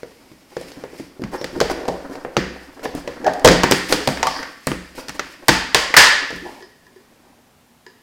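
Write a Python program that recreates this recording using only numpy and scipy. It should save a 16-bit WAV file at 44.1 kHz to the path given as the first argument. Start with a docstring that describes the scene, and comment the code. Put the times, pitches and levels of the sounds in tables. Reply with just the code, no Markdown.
"""A snap-on lid is pried off a thin plastic tub on a wooden table, lifted away, flexed and dropped aside.
Each contact rings damped modes of lid and table, and adds noise bursts for rim click and seal crack.
Taps ring the tub wall; fingers rub the plastic as grainy stick-slip noise and squeak in narrow bands.
A bare hard room answers as decaying noise, over a quiet hiss; the input clips near full scale."""
import sys
import numpy as np
from scipy import signal
from scipy.fft import rfft, irfft, next_fast_len
from scipy.io import wavfile
from scipy.ndimage import map_coordinates

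SR = 44100
rng = np.random.default_rng(int(sys.argv[2]) if len(sys.argv) > 2 else 0)


def inscribe(sig):
    """Save sig as 16-bit PCM at rate SR to the path in sys.argv[1].

    A 1-D sig is mono; a 2-D sig holds one channel per row.
    Samples are clipped to [-1, 1] before scaling.
    """
    pcm = np.round(np.clip(np.atleast_2d(sig).T, -1, 1) * 32767)
    wavfile.write(sys.argv[1], SR, pcm.astype(np.int16))


N = 353682

# Spectrum of the rim click. Each row: frequency in Hz, relative level in dB.
RIM_CLICK = [(350, -20.5), (800, -2), (1300, -2), (1900, -1.5), (2600, -8.5), (4500, -34.5)]
# Spectrum of the seal crack. Each row: frequency in Hz, relative level in dB.
SEAL_CRACK = [(1500, -39.5), (2800, 0), (4700, 3.5), (7000, -2.5), (11000, -34.5)]


def amp(db):
    """Amplitude ratio: 20 dB is a factor of ten."""
    return 10 ** (np.asarray(db) / 20)


def unit(x):
    """Normalisation by signal power: x scaled to rms 1."""
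    return x / np.sqrt(np.mean(x ** 2) + 1e-20)


def along(points, hz):
    """Interpolation of (Hz, value) points on a logarithmic frequency axis."""
    f, v = np.transpose(points)
    return np.interp(np.log(hz + 1), np.log(f + 1), v)


def filtered(x, response):
    """Linear filtering: the spectrum of x times a complex response of frequency."""
    m = next_fast_len(x.shape[-1] + 8192)  # padding keeps the filter's end off the start
    hz = np.fft.rfftfreq(m, 1 / SR)
    return irfft(rfft(x, m) * response(hz), m)[..., :x.shape[-1]]


def noise(spectrum, shape):
    """Coloured noise of rms 1: white noise shaped by a spectrum of (Hz, dB)."""
    white = rng.standard_normal(shape)
    return unit(filtered(white, lambda hz: amp(along(spectrum, hz))))


def wobble(rate):
    """Slow random modulation: a smooth curve through random knots, rate knots a second."""
    knots = rng.standard_normal(int(N * rate / SR) + 4)
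    return map_coordinates(knots, [np.arange(N) * rate / SR])


def stroke(start, length):
    """Envelope of sliding friction: the skin catches quickly, slides and lets go (seconds)."""
    progress = np.clip((np.arange(N) / SR - start) / length, 0, 1)
    return np.sin(np.pi * progress ** 0.86) ** .5


def ring(modes, t, attack, detune):
    """Modal synthesis: damped modes (Hz, dB, t60 s), each at a new strength and slightly detuned."""
    start_scatter = 0.6  # radians: a blow starts the modes nearly together
    hz, db, t60 = np.transpose(modes)[:, :, None]
    pitch, phase, level = rng.standard_normal((3, *hz.shape))
    swing = np.sin(2 * np.pi * hz * (1 + detune * pitch) * t + start_scatter * phase)
    strength = amp(db + 2.5 * level)
    total = (strength * amp(-60 * t / t60) * swing).sum(axis=0)
    return total / np.linalg.norm(strength) * (1 - np.exp(-t / attack))


def hush():
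    """Stationary noise floor of quiet room and microphone hiss; its level drifts a little."""
    # Each row: frequency in Hz, relative level in dB per Hz.
    floor_spectrum = [(15, -52.5), (25, -16), (97, -7.5), (208, -7.5), (238, 1), (273, -11), (632, -14.5),
                      (786, -13), (1470, -18), (15200, -30), (16400, -44)]
    level_db = -55 + 0.35 * wobble(4.7)
    return amp(level_db) * noise(floor_spectrum, N)


def tail():
    """Diffuse reverberation: a noise answer of energy 1 whose frequencies each die at their own speed."""
    # Reverberation of the room. Each row: frequency in Hz, t60 in seconds.
    decay_times = [(100, 0.39), (260, 0.58), (700, 0.53), (1840, 0.76), (4850, 0.63), (12800, 0.36)]
    hz, t, bins = signal.stft(rng.standard_normal(SR), SR, nperseg=256)
    t60 = np.maximum(along(decay_times, hz), .05)[:, None]
    answer = signal.istft(bins * amp(-60 * t / t60), SR, nperseg=256)[1][:SR]
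    answer *= 1 - np.exp(-np.arange(SR) / SR / 0.00043)  # the answer builds up in about 1 ms
    return answer / np.linalg.norm(answer)


def room_colour(wet):
    """Resonance: parallel band-pass resonators let some bands stand out in the room sound."""
    # Each row: centre in Hz, width in Hz, added level in dB.
    resonances = [(1840, 150, -6), (3140, 670, -1.5), (4780, 770, -2.5)]

    def response(f):
        return 1 + sum(amp(db) * 1j * f * width / (centre * centre - f * f + 1j * f * width)
                       for centre, width, db in resonances)
    return filtered(wet, response)


def rubbing():
    """Stick-slip friction: skin on plastic makes uneven rumble in the panel and a grainy rustle."""
    # Fingers resting and shifting. Each row: time in seconds, panel rumble in dB, skin rustle in dB.
    pressure = [(0, -48, -57), (.45, -60, -61), (.6, -42, -48), (1.1, -51.5, -61.5), (1.7, -34, -49),
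                (2.3, -40.5, -57.5), (2.75, -46, -55.5), (3.4, -36.5, -56), (3.8, -51, -46.5),
                (4.2, -36, -45.5), (4.65, -55.5, -54), (5.1, -50, -54), (6.2, -44.5, -54),
                (6.5, -44.5, -48.5), (6.751, -64.5, -66.5), (7.3, -59, -69.5), (7.5, -61, -75.5)]
    # Short slides of skin or rim. Each row: start and length in seconds, panel rumble and skin rustle in dB.
    slides = [(0.664, 0.046, -55, -50.5), (0.936, 0.14, -57, -54.5), (1.317, 0.056, -31, -43),
              (1.706, 0.015, -20.5, -30.5), (2.108, 0.061, -32.5, -48.5), (2.83, 0.025, -39, -38.5),
              (2.952, 0.063, -38.5, -45), (3.885, 0.077, -21.5, -32), (4.265, 0.15, -38, -49),
              (4.95, 0.068, -36.5, -43), (5.142, 0.028, -39, -41)]
    # Rumble of the rubbed panel. Each row: frequency in Hz, relative level in dB per Hz.
    rumble_spectrum = [(25, -6.5), (60, -16), (110, -21.5), (190, -15.5), (270, 3.5), (430, -7.5),
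                       (510, -2), (750, -8), (1300, -13), (1800, -16), (2600, -40.5), (5000, -93.5)]
    # Rustle of the skin. Each row: frequency in Hz, relative level in dB per Hz.
    rustle_spectrum = [(1100, -30), (2000, 2), (3500, -6.5), (5000, -2.5), (6700, -8.5), (8000, -9),
                       (13000, -14.5), (16000, -19.5), (17000, -63.5)]
    s, *levels_db = np.transpose(pressure)
    now = np.arange(N) / SR
    level = np.array([amp(np.interp(now, s, db, right=-120)) for db in levels_db])
    for start, length, *slide_db in slides:
        level += amp(slide_db)[:, None] * stroke(start, length)
    grip = wobble(27)  # shared by rumble and rustle
    rumble = unit(amp(0.77 * grip + 5.6 * wobble(60)) * noise(rumble_spectrum, N))
    rustle = unit(amp(2 * grip + 1.4 * wobble(210)) * noise(rustle_spectrum, N))
    return level[0] * rumble + level[1] * rustle


def squeaks():
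    """Band-limited friction noise: each scrape is grainy noise in one band under a stroke."""
    # Scrapes of skin or rim. Each row: start and length in seconds, centre and width in Hz, level in dB.
    scrapes = [(1.378, 0.055, 5350, 400, -41), (1.527, 0.096, 340, 220, -27), (1.74, 0.25, 500, 200, -32),
               (2.843, 0.011, 605, 248, -28), (3.199, 0.13, 286, 87, -31), (3.234, 0.054, 586, 240, -22),
               (3.261, 0.023, 665, 160, -7.5), (3.282, .022, 690, 180, -17.5),
               (3.247, 0.059, 1675, 258, -27), (4.26, 0.15, 5000, 900, -36), (4.31, 0.12, 970, 400, -38),
               (4.346, 0.14, 1650, 506, -37.5), (6.412, 0.092, 338, 130, -39),
               (6.445, 0.064, 800, 249, -39.5), (6.534, 0.075, 808, 247, -44.5),
               (7.205, 0.21, 748, 300.5, -61)]
    white = rng.standard_normal(N)
    judder = unit(amp(2.4 * wobble(60) + 2.9 * wobble(250)))
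    out = np.zeros(N)
    for start, length, centre_hz, width_hz, db in scrapes:
        band = unit(filtered(white, lambda hz: np.exp(-((hz - centre_hz) / width_hz) ** 2)))
        out += amp(db) * stroke(start, length) * band
    return judder * out


def taps():
    """Level-dependent damping: a fingertip tick rings the tub wall, and hard blows die sooner."""
    # Each row: time in seconds, level in dB, low ring and high ring in dB relative to the middle ring.
    tap_events = [(2.853, -19.5, -17, -33), (5.7468, -7, -8, -26), (5.965, 2.5, -23, -17),
                  (5.976, 10.5, -35, -22), (6.6067, -39, 4, -30), (6.624, -31.5, 1, -8.5),
                  (6.8665, -42, -5.5, -27.5), (6.9608, -44.5, 6, -25), (7.865, -32, -3.5, -24)]
    # Wall modes: two low, four middle, the rest high.
    # Each row: frequency in Hz, relative level in dB, t60 in seconds for a tap of -37 dB.
    wall_modes = [(380, 2, 0.12), (420, 0, .1), (1000, -4, .05), (1730, -1, 0.13), (1810, 2, .03),
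                  (1886, -5, 0.08), (3130, -2, .025), (4700, -2, .04), (5066, -2, .13), (5350, 0, .025)]
    hard_halves_db = 31  # a tap this much harder rattles the wall and halves its ring time
    out, t = np.zeros(N + SR), np.arange(SR // 2) / SR
    for s, db, low_db, high_db in tap_events:
        shortening = 2 ** (-(db + 37.0) / hard_halves_db)
        modes = [(hz, level, t60 * shortening) for hz, level, t60 in wall_modes]
        wall = ring(modes[2:6], t, attack=0.0012, detune=0.0033)
        wall += amp(low_db) * ring(modes[:2], t, attack=0.0032, detune=0.008)
        wall += amp(high_db) * ring(modes[6:], t, attack=0.0005, detune=0.004)
        tick = amp(-11.5 - 60 * t / 0.017) * (noise(SEAL_CRACK, len(t)) + noise(RIM_CLICK, len(t)))
        out[round(s * SR):][:len(t)] += amp(db) * (wall + tick)
    return out[:N] * amp(2 * wobble(45))  # the loose wall rings unevenly


def lid_thud(centre_hz, t):
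    """Modal excitation: a blow favours the panel modes near its centre; higher modes are damped faster."""
    # Modes of the lid panel: frequencies in Hz.
    panel_hz = [158, 212, 284, 267, 322, 354.3, 390, 440, 494, 492.3, 542, 608, 740, 668, 776.4, 902, 924,
                1070, 1204]
    modes = []
    for hz in panel_hz:
        level_db = -15 * np.log1p(1.6 * np.log2(hz / centre_hz) ** 2)
        modes.append((hz, level_db, 0.075 * (400 / hz) ** 0.51))
    punch = 1 + 0.93 * amp(-60 * t / 0.019)
    return ring(modes, t, attack=0.0017, detune=0.026) * punch


def table_knock(thud_db, centre_hz, t):
    """Structure-borne sound: harder and lower thuds reach the wooden top more and make it boom."""
    # Modes of the table top. Each row: frequency in Hz, relative level in dB, t60 in seconds.
    wood_modes = [(44, -12, 0.51), (64.4, -12, 0.71), (141, 2, 0.15), (180.2, -3.5, 0.46)]
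    knock_db = 1.11 * thud_db - 13.5 - 8 * np.log2(centre_hz / 400)  # -8 dB per octave
    return amp(knock_db) * ring(wood_modes, t, attack=0.01, detune=0.027)


def contacts():
    """Impact excitation: direct sound and room sound of every blow of finger, rim and lid."""
    # Each row: time in seconds, rim click in dB, panel thud in dB, thud centre in Hz,
    # sharpness (fizz over click) in dB.
    blows = [(0.032, -34.5, -23, 487, -21), (0.316, -45, -33.5, 281, -27), (0.5675, -26, -16, 457, -22),
             (0.613, -42, -25.5, 500, 5), (0.718, -35, -37, 400, -11), (0.771, -54, -28, 270, -8),
             (0.838, -27, -20, 490, -49), (0.9294, -51, -30, 454, -23), (0.9982, -37, -21.5, 314, -16),
             (1.1954, -56, -23.5, 282, -11), (1.219, -40.5, -19.5, 280, -2), (1.2381, -26.5, -18, 193, -21),
             (1.4136, -27.5, -17.5, 470, -10), (1.4432, -20.5, -18.5, 465, -7.5),
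             (1.603, -12.5, -19, 500, -6), (1.612, -11.5, -3, 550, -14), (1.699, -19.5, -12.5, 720, -24),
             (1.854, -34, -19.5, 600, -11), (1.881, -26.5, -14, 600, -3), (1.8854, -26, -6, 580, -7),
             (2.098, -44, -25.5, 370, -7), (2.1546, -33, -23, 560, -16), (2.249, -27.5, -17, 580, -71),
             (2.3675, -7, -8, 543, -22), (2.3759, -21, -8, 255, -28), (2.561, -50.5, -29.5, 546, -20),
             (2.794, -33, -28.5, 496, -40), (2.8565, -25, -12.5, 620, -34), (2.9504, -39, -17.5, 265, 13.5),
             (3.076, -20.5, -15.5, 486, -24), (3.245, -26, -19, 490, -21), (3.266, -17.5, -9.5, 730, -16),
             (3.2773, -21, -9.5, 726, -34), (3.294, -28.5, -20, 734, -24), (3.3357, -31.5, -27, 684, 3),
             (3.396, -35, -41, 500, -3), (3.4444, -25.5, -22, 597, -9), (3.4468, 2.5, 11, 695, -5),
             (3.4569, -4, -11, 447.6, -7), (3.467, -13, -1, 500, -14), (3.4753, 1, 1, 413, -15),
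             (3.4864, -4, -4, 449, -11.5), (3.4986, -14, -7.5, 414, -19), (3.5162, -10, -1.5, 424, -11),
             (3.531, -15, -12, 400, -14), (3.634, -6, -4, 900, -11.5), (3.6395, -3.5, -6, 326, -48),
             (3.712, -10.5, -4, 370, 6.5), (3.721, -2, -6.5, 265, -19), (3.9249, -6.5, -7, 430, -5),
             (4.0744, -13.5, -5.5, 636, 1), (4.081, -38, -13, 178, -23), (4.0885, -15.5, -39, 600, -24),
             (4.1728, -18, -28, 304, -42), (4.2293, -9, -6.5, 990, -13), (4.254, -43, -12, 890, -18),
             (4.2697, -13, -7, 1100, -6), (4.4298, -21, -27, 600, -20), (4.6699, -19.5, -12.5, 446, 9),
             (4.6732, -11.5, -14, 196, -59), (4.717, -16.5, -13, 288, -44), (5.084, -25.5, -31, 514, -1.5),
             (5.0937, -23.5, -29, 192, -4), (5.101, -26, -42, 152, -28), (5.1944, -11.5, -20.5, 503, -23),
             (5.483, -1, -1, 790, -3), (5.491, 2.5, -2.5, 323, -20), (5.746, 0, -2.5, 745, -7),
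             (5.941, -2.5, -18, 899, -48), (5.9669, 7, -16, 670, -3.5), (5.9752, 5.5, -3.5, 520, -11.5),
             (6.3054, -26, -23.5, 533, -20), (6.327, -46, -27, 316, -20), (6.329, -55, -36.5, 50.4, -6),
             (6.361, -41, -46, 400.4, 1), (6.5477, -55, -39, 780, -9.5)]
    # Top of the crack. Each row: frequency in Hz, relative level in dB.
    fizz_spectrum = [(5000, -27.5), (8000, -1), (12000, -9), (16000, -13.5)]
    # Loudness of the room sound, rising and falling through the scene.
    # Each row: time in seconds, gain in dB.
    room_gain = [(0, -3), (1.2, -3.5), (3.0, -2), (3.5, -4), (4.0, -1.5), (5.1, -6.5), (6.0, 2)]
    direct, wet = np.zeros(N + 2 * SR), np.zeros(N + 2 * SR)
    t = np.arange(SR * 2 // 5) / SR
    snap = (1 - np.exp(-t / 0.00021)) * (0.69 + 1.1 * amp(-60 * t / 0.0037))  # onset and early peak
    for s, click_db, thud_db, centre_hz, sharp_db in blows:
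        crack_db = click_db + 0.5 + 0.31 * sharp_db  # sharper blows crack louder
        fizz_db = click_db + sharp_db
        thud = amp(thud_db) * lid_thud(centre_hz, t)
        knock = table_knock(thud_db, centre_hz, t)
        fizz = amp(fizz_db - 60 * t / 0.01) * noise(fizz_spectrum, len(t))
        click = amp(click_db - 60 * t / 0.03) * noise(RIM_CLICK, len(t))
        crack = amp(crack_db - 60 * t / 0.032) * noise(SEAL_CRACK, len(t))

        # the room answers with the smooth colour of click, crack and fizz
        def smooth_colour(hz):
            click_part = amp(click_db + along(RIM_CLICK, hz) + 9.5)
            crack_part = amp(crack_db + along(SEAL_CRACK, hz)) + amp(fizz_db + along(fizz_spectrum, hz))
            return 8.06 * np.hypot(click_part, crack_part)

        answer, at = tail(), round(s * SR)
        direct[at:at + len(t)] += thud + knock + (click + crack + fizz) * snap
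        reverberant = filtered(answer, smooth_colour) + amp(-4) * signal.fftconvolve(thud, answer)[:SR]
        wet[at:at + SR] += amp(np.interp(s, *np.transpose(room_gain))) * reverberant
    return direct[:N], wet[:N]


def scene():
    """Superposition: direct sounds, the coloured room sound and the noise floor add linearly."""
    direct, wet = contacts()
    rub, wall = rubbing() + squeaks(), taps()
    wet = wet + signal.fftconvolve(amp(-6.0) * rub + amp(-5.5) * wall, tail())[:N]
    return (direct + rub + wall + room_colour(wet) + hush())[None]


def record(dry):
    """Saturation and band limiting: the input clips near full scale, then a steep low-pass follows."""
    ceiling, top_hz = .96, 16300  # fraction of full scale, Hz
    clipped = dry / (1 + np.abs(dry / ceiling) ** 30) ** (1 / 30)
    return filtered(clipped, lambda hz: 1 / (1 + (hz / top_hz) ** 80))


dry = scene()
out = record(dry)
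inscribe(out)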